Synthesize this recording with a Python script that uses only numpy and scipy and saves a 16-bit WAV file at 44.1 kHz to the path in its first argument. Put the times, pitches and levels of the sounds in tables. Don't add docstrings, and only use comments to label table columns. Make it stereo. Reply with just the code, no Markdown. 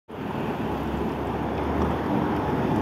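import sys
import numpy as np
from scipy import signal
from scipy.fft import rfft, irfft, next_fast_len
from scipy.io import wavfile
from scipy.ndimage import uniform_filter1d, map_coordinates

SR = 44100
rng = np.random.default_rng(int(sys.argv[2]) if len(sys.argv) > 2 else 0)


def file_out(sig):
    cols = np.atleast_2d(sig).T
    lim = np.clip(cols, -1, 1)
    pcm = np.round(lim * 32767).astype(np.int16)
    wavfile.write(sys.argv[1], SR, pcm)


N = 123921

# time in seconds, level in dB.
CAR_LEVEL = [(.3, -32), (.8, -31), (1.1, -33), (1.5, -40), (2, -39.5), (2.8, -43)]
BUS_LEVEL = [(.3, -48), (1, -35.5), (1.4, -30.5), (1.8, -28), (2, -28.5), (2.3, -27.5), (2.55, -28),
             (2.8, -27)]
# frequency in Hz, density in dB per Hz.
CAR_COLOUR = [(200, -24), (420, -3.5), (600, -4), (830, 1), (1000, -2.5), (1130, -7.5), (1450, -6.5),
              (2000, -12.5), (2700, -16), (3500, -23), (3850, -29.5), (4600, -32), (5300, -37.5),
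              (6700, -34), (7200, -41.5), (8600, -46.5), (9500, -42), (11400, -41), (11900, -34),
              (13500, -41), (15500, -46)]
BUS_COLOUR = [(200, -22), (420, -2.5), (600, -2.5), (850, 1), (1000, -2.5), (1200, -6), (1700, -9),
              (2100, -13.5), (2900, -23), (3550, -25), (3850, -31.5), (4800, -35.5), (6700, -36.5),
              (7100, -50.5), (8700, -47), (9400, -46.5), (11400, -43), (11900, -39), (13500, -45.5),
              (15500, -52)]
# time in seconds, change in dB well above the split.
TREBLE_LEVEL = [(.3, -0.5), (.7, 1.5), (.95, 1.2), (1.12, 1.5), (1.3, 0.5), (1.65, -1), (1.8, 1),
                (2.05, 1.2), (2.2, -1), (2.8, 2)]
TREBLE_SPLIT_HZ = 4500
# time in seconds, level in dB before the trim.
RUMBLE_LEVEL = [(.1, -31.5), (.4, -30.5), (.6, -30.5), (.75, -29.5), (.92, -30.3), (1.04, -27.5),
                (1.15, -32), (1.3, -30), (1.6, -29.5), (1.84, -25.5), (2, -30), (2.15, -27), (2.45, -27.5),
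                (2.8, -23.5)]
# frequency in Hz, density in dB per Hz.
RUMBLE_COLOUR = [(20, -35), (40, -31), (52, -20), (65, -8.5), (100, -3.5), (150, -1.5), (230, 0), (330, -1),
                 (420, -2.5), (520, -14), (700, -28), (1500, -62)]
RUMBLE_TRIM_DB = -0.02
# time in seconds, pitch in Hz, level in dB around which it wavers.
HUM = [(.2, 70.1, -51), (.45, 70.4, -44), (.6, 67.2, -41), (.95, 69.9, -38), (1.1, 70.4, -45.5),
       (1.3, 70.4, -37.5), (1.6, 73.25, -38.5), (1.8, 75.1, -31.5), (1.95, 75, -37.5), (2.1, 77.1, -43.5),
       (2.4, 75.34, -45), (2.8, 76.2, -47)]
# multiple of the base pitch, level in dB before the swells.
DRONE_OVERTONES = [(2, -40), (3, -38.5)]
# time in seconds, change in level in dB.
DRONE_SWELL = [(.2, -5), (.7, 1.5), (1.2, -7), (1.7, -2), (2.2, -20)]
DRONE_BASE_HZ = 75
# start in seconds, level in dB before the trim, pitch in Hz.
CHIRPS = [(0.1141, -49.5, 9700), (0.3092, -56, 9650), (0.4065, -56, 9500), (0.5931, -65, 9650),
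          (0.718, -56, 9490), (0.8086, -57, 9650), (0.9193, -62, 9460), (1.0131, -56, 9460),
          (1.1169, -53, 9280), (1.2206, -64, 9430), (1.3251, -59, 9140), (1.4278, -59, 9330),
          (1.5354, -59, 9580), (1.6092, -61, 9320), (1.6347, -53.5, 9270), (1.8462, -54, 9160),
          (2.0667, -61, 9220), (2.1715, -60, 9350), (2.2827, -64, 8890), (2.393, -55, 9150)]
CHIRP_S, CHIRP_TRIM_DB, CHIRP_WANDER_HZ = 0.0045, -3.5, 330
# centre in seconds, half length in seconds, pitch at the centre in Hz,
# glide in Hz per second, level in dB at the centre, pitch wander in Hz.
WHINES = [(1.664, 0.1, 200, -2.5, -37, 3.03), (2.16, 0.096, 200, -20.5, -32.5, 6),
          (2.12, 0.066, 300, -80, -30.5, 12), (2.29, 0.1, 300, -39.5, -31, 4),
          (2.3, 0.076, 303, -33, -32, 4), (2.62, 0.13, 245, -21.5, -35, 5.2),
          (2.55, 0.15, 143, 21.5, -35.5, 6), (2.25, 0.099, 960, -100, -38.5, 25),
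          (2.44, 0.11, 850, -29.5, -35.5, 18), (2.75, 0.075, 872, 40.5, -36, 14),
          (1.6, .1, 3400, -200, -55.5, 130), (0.41, 0.13, 2500, -500, -47.5, 400),
          (2.02, 0.31, 1620, 0, -44, 330)]
# start in seconds, level in dB, centre of the resonance in Hz.
TICKS = [(.832, -51, 12100), (.875, -50.5, 6000), (.973, -53, 7500), (1.093, -48, 4180), (1.12, -53, 5500),
         (1.271, -51, 7800), (1.552, -53, 4600), (1.91, -57, 7890), (2.364, -51, 11400), (2.365, -49, 5200),
         (2.503, -53, 6000), (2.761, -45, 6190), (2.761, -51, 10000)]
TICK_T60_S, TICK_WIDTH = 0.028, 0.15
# start in seconds, level in dB, centre of the resonance in Hz.
RATTLES = [(1.579, -32, 2370), (1.595, -30, 1493), (1.806, -21, 710), (1.817, -27, 1153),
           (1.818, -38.5, 3180), (1.818, -45, 5670), (2.06, -48, 4600), (2.714, -29, 684)]
RATTLE_T60_S, RATTLE_WIDTH = 0.035, 0.13
# frequency in Hz, likeness from 0 to 1.
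ALIKE = [(250, .998), (420, .95), (620, 0.77), (950, 0.88), (1500, 0.6), (2400, 0.61), (4000, 0.38),
         (7000, .35), (10000, .1)]
# frequency in Hz, left minus right in dB.
LEAN = [(60, 1.5), (92, -1.5), (140, -0.5), (210, -1), (330, -2.5), (500, -6.5), (770, -3.5), (1170, -3.5),
        (1790, 0), (2740, -4.5), (4190, 2), (6410, -2), (9810, 15), (15000, 11.5)]
# frequency in Hz, radians by which the right leads.
LEAD = [(330, 0), (500, 0.22), (750, 1.41), (950, 1.06), (1400, 2.5), (1850, 2.5), (2300, 4), (3400, 6),
        (4200, 10.5), (5200, 12.5), (7400, 18), (15000, 37)]
START_S, OPEN_S, START_SHARE, RISE_S = 0.079, 0.023, 0.28, 0.21
TOP_HZ = 15750


def amp(db):
    return 10 ** (np.asarray(db) / 20)


def unit(x):
    return x / np.sqrt(np.mean(x ** 2) + 1e-20)


def along(points, hz):
    f, value = np.transpose(points)
    return np.interp(np.log(hz + 1), np.log(f + 1), value)


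def clock():
    return np.arange(N) / SR


def curves(rows):
    s, *columns = np.transpose(rows)
    return [np.interp(clock(), s, column) for column in columns]


def wobble(rate):
    knots = rng.standard_normal(4096)
    return map_coordinates(knots, [clock() * rate], mode="wrap")


def filtered(x, response):
    size = next_fast_len(N + SR // 2)
    hz = np.fft.rfftfreq(size, 1 / SR)
    return irfft(rfft(x, size) * response(hz), size)[..., :N]


def rush(colour, patchy_db):
    spectra = signal.stft(rng.standard_normal((2, N)), nperseg=512)[2]
    patches = rng.standard_normal(spectra.shape[1:])
    patches = uniform_filter1d(patches, size=6, axis=0)
    patches = uniform_filter1d(patches, size=12, axis=1)
    patchy = spectra * amp(patchy_db * unit(patches))
    pair = signal.istft(patchy, nperseg=512)[1][:, :N]

    def response(hz):
        turn = np.arccos(np.clip(along(ALIKE, hz), -1, 1)) / 2
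        return amp(along(colour, hz)) * np.array([np.cos(turn), np.sin(turn)])

    mid, side = filtered(pair, response)
    return unit(np.array([mid + side, mid - side]))


def tone(hz, wander_hz):
    pitch = hz + wander_hz * wobble(2 * wander_hz) / 2
    phase = 2 * np.pi * np.cumsum(pitch) / SR
    return np.sqrt(2) * np.sin(phase)


def tyres(level, colour, patchy_db, flutter_db):
    flutter = 0.51 * wobble(14) + 0.49 * wobble(90) + 0.55 * wobble(450)
    gain = amp(curves(level)[0] + flutter_db * flutter)
    return gain * rush(colour, patchy_db)


def road():
    car = tyres(CAR_LEVEL, CAR_COLOUR, patchy_db=0.82, flutter_db=1)
    bus = tyres(BUS_LEVEL, BUS_COLOUR, patchy_db=1.23, flutter_db=0.91)
    roar = car + bus
    treble = filtered(roar, lambda hz: 1 - 1 / (1 + (hz / TREBLE_SPLIT_HZ) ** 4))
    return roar + treble * (amp(curves(TREBLE_LEVEL)[0]) - 1)


def rumble():
    gain = amp(curves(RUMBLE_LEVEL)[0] + RUMBLE_TRIM_DB)
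    return gain * rush(RUMBLE_COLOUR, patchy_db=0.0)


def hum():
    hz, db = curves(HUM)
    bass = amp(db + 1.7 * wobble(9)) * tone(hz, wander_hz=2.16)
    drone = np.zeros(N)
    for multiple, level in DRONE_OVERTONES:
        drone += amp(level) * tone(multiple * DRONE_BASE_HZ, wander_hz=2.49)
    return bass + amp(curves(DRONE_SWELL)[0]) * drone


def chirps():
    out = np.zeros(N)
    for s, db, hz in CHIRPS:
        swell = np.exp(-((clock() - s) / CHIRP_S - .7) ** 2)
        out += amp(db + CHIRP_TRIM_DB) * swell * tone(hz, CHIRP_WANDER_HZ)
    return out


def whine():
    out = np.zeros(N)
    for s, half, hz, glide, db, wander in WHINES:
        age = clock() - s
        swell = np.exp(-(age / half) ** 2)
        out += amp(db) * swell * tone(hz + glide * age, wander)
    return out


def contacts(rows, t60, width):
    out, size = np.zeros(N + SR), SR // 8
    age, f = np.arange(size) / SR, np.fft.rfftfreq(size, 1 / SR)
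    for s, db, hz in rows:
        scrape = rng.standard_normal(size) * amp(-60 * age / t60)
        crack = 9 * (age == 0)
        damping = 1j * f * hz * width
        resonance = damping / (hz * hz - f * f + damping)
        ratio = f / (2 * hz)
        body = resonance / (1 + 1j * ratio) / (1 + 1j * ratio - ratio ** 2)
        body /= np.sqrt(np.mean(np.abs(body) ** 2))
        out[round(s * SR):][:size] += amp(db) * irfft(rfft(scrape + crack) * body, size)
    return out[:N]


def ticks():
    return contacts(TICKS, TICK_T60_S, TICK_WIDTH)


def rattles():
    return contacts(RATTLES, RATTLE_T60_S, RATTLE_WIDTH)


def ports(x):
    def response(hz):
        sides = np.array([[1], [-1]])
        gain = amp(sides * along(LEAN, hz) / 2)
        gain = gain / np.sqrt(np.mean(gain ** 2, axis=0))
        return gain * np.exp(-1j * sides * along(LEAD, hz) / 2)
    return filtered(x, response)


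def scene():
    street = road() + rumble() + hum() + chirps() + whine() + ticks() + rattles()
    return ports(street)


def record(dry):
    age = clock() - START_S
    opening = np.clip(age / OPEN_S, 0, 1)
    rise = np.clip(START_SHARE + (1 - START_SHARE) * age / RISE_S, 0, 1)
    return filtered(dry * opening * rise, lambda hz: hz < TOP_HZ)


dry = scene()
out = record(dry)
file_out(out)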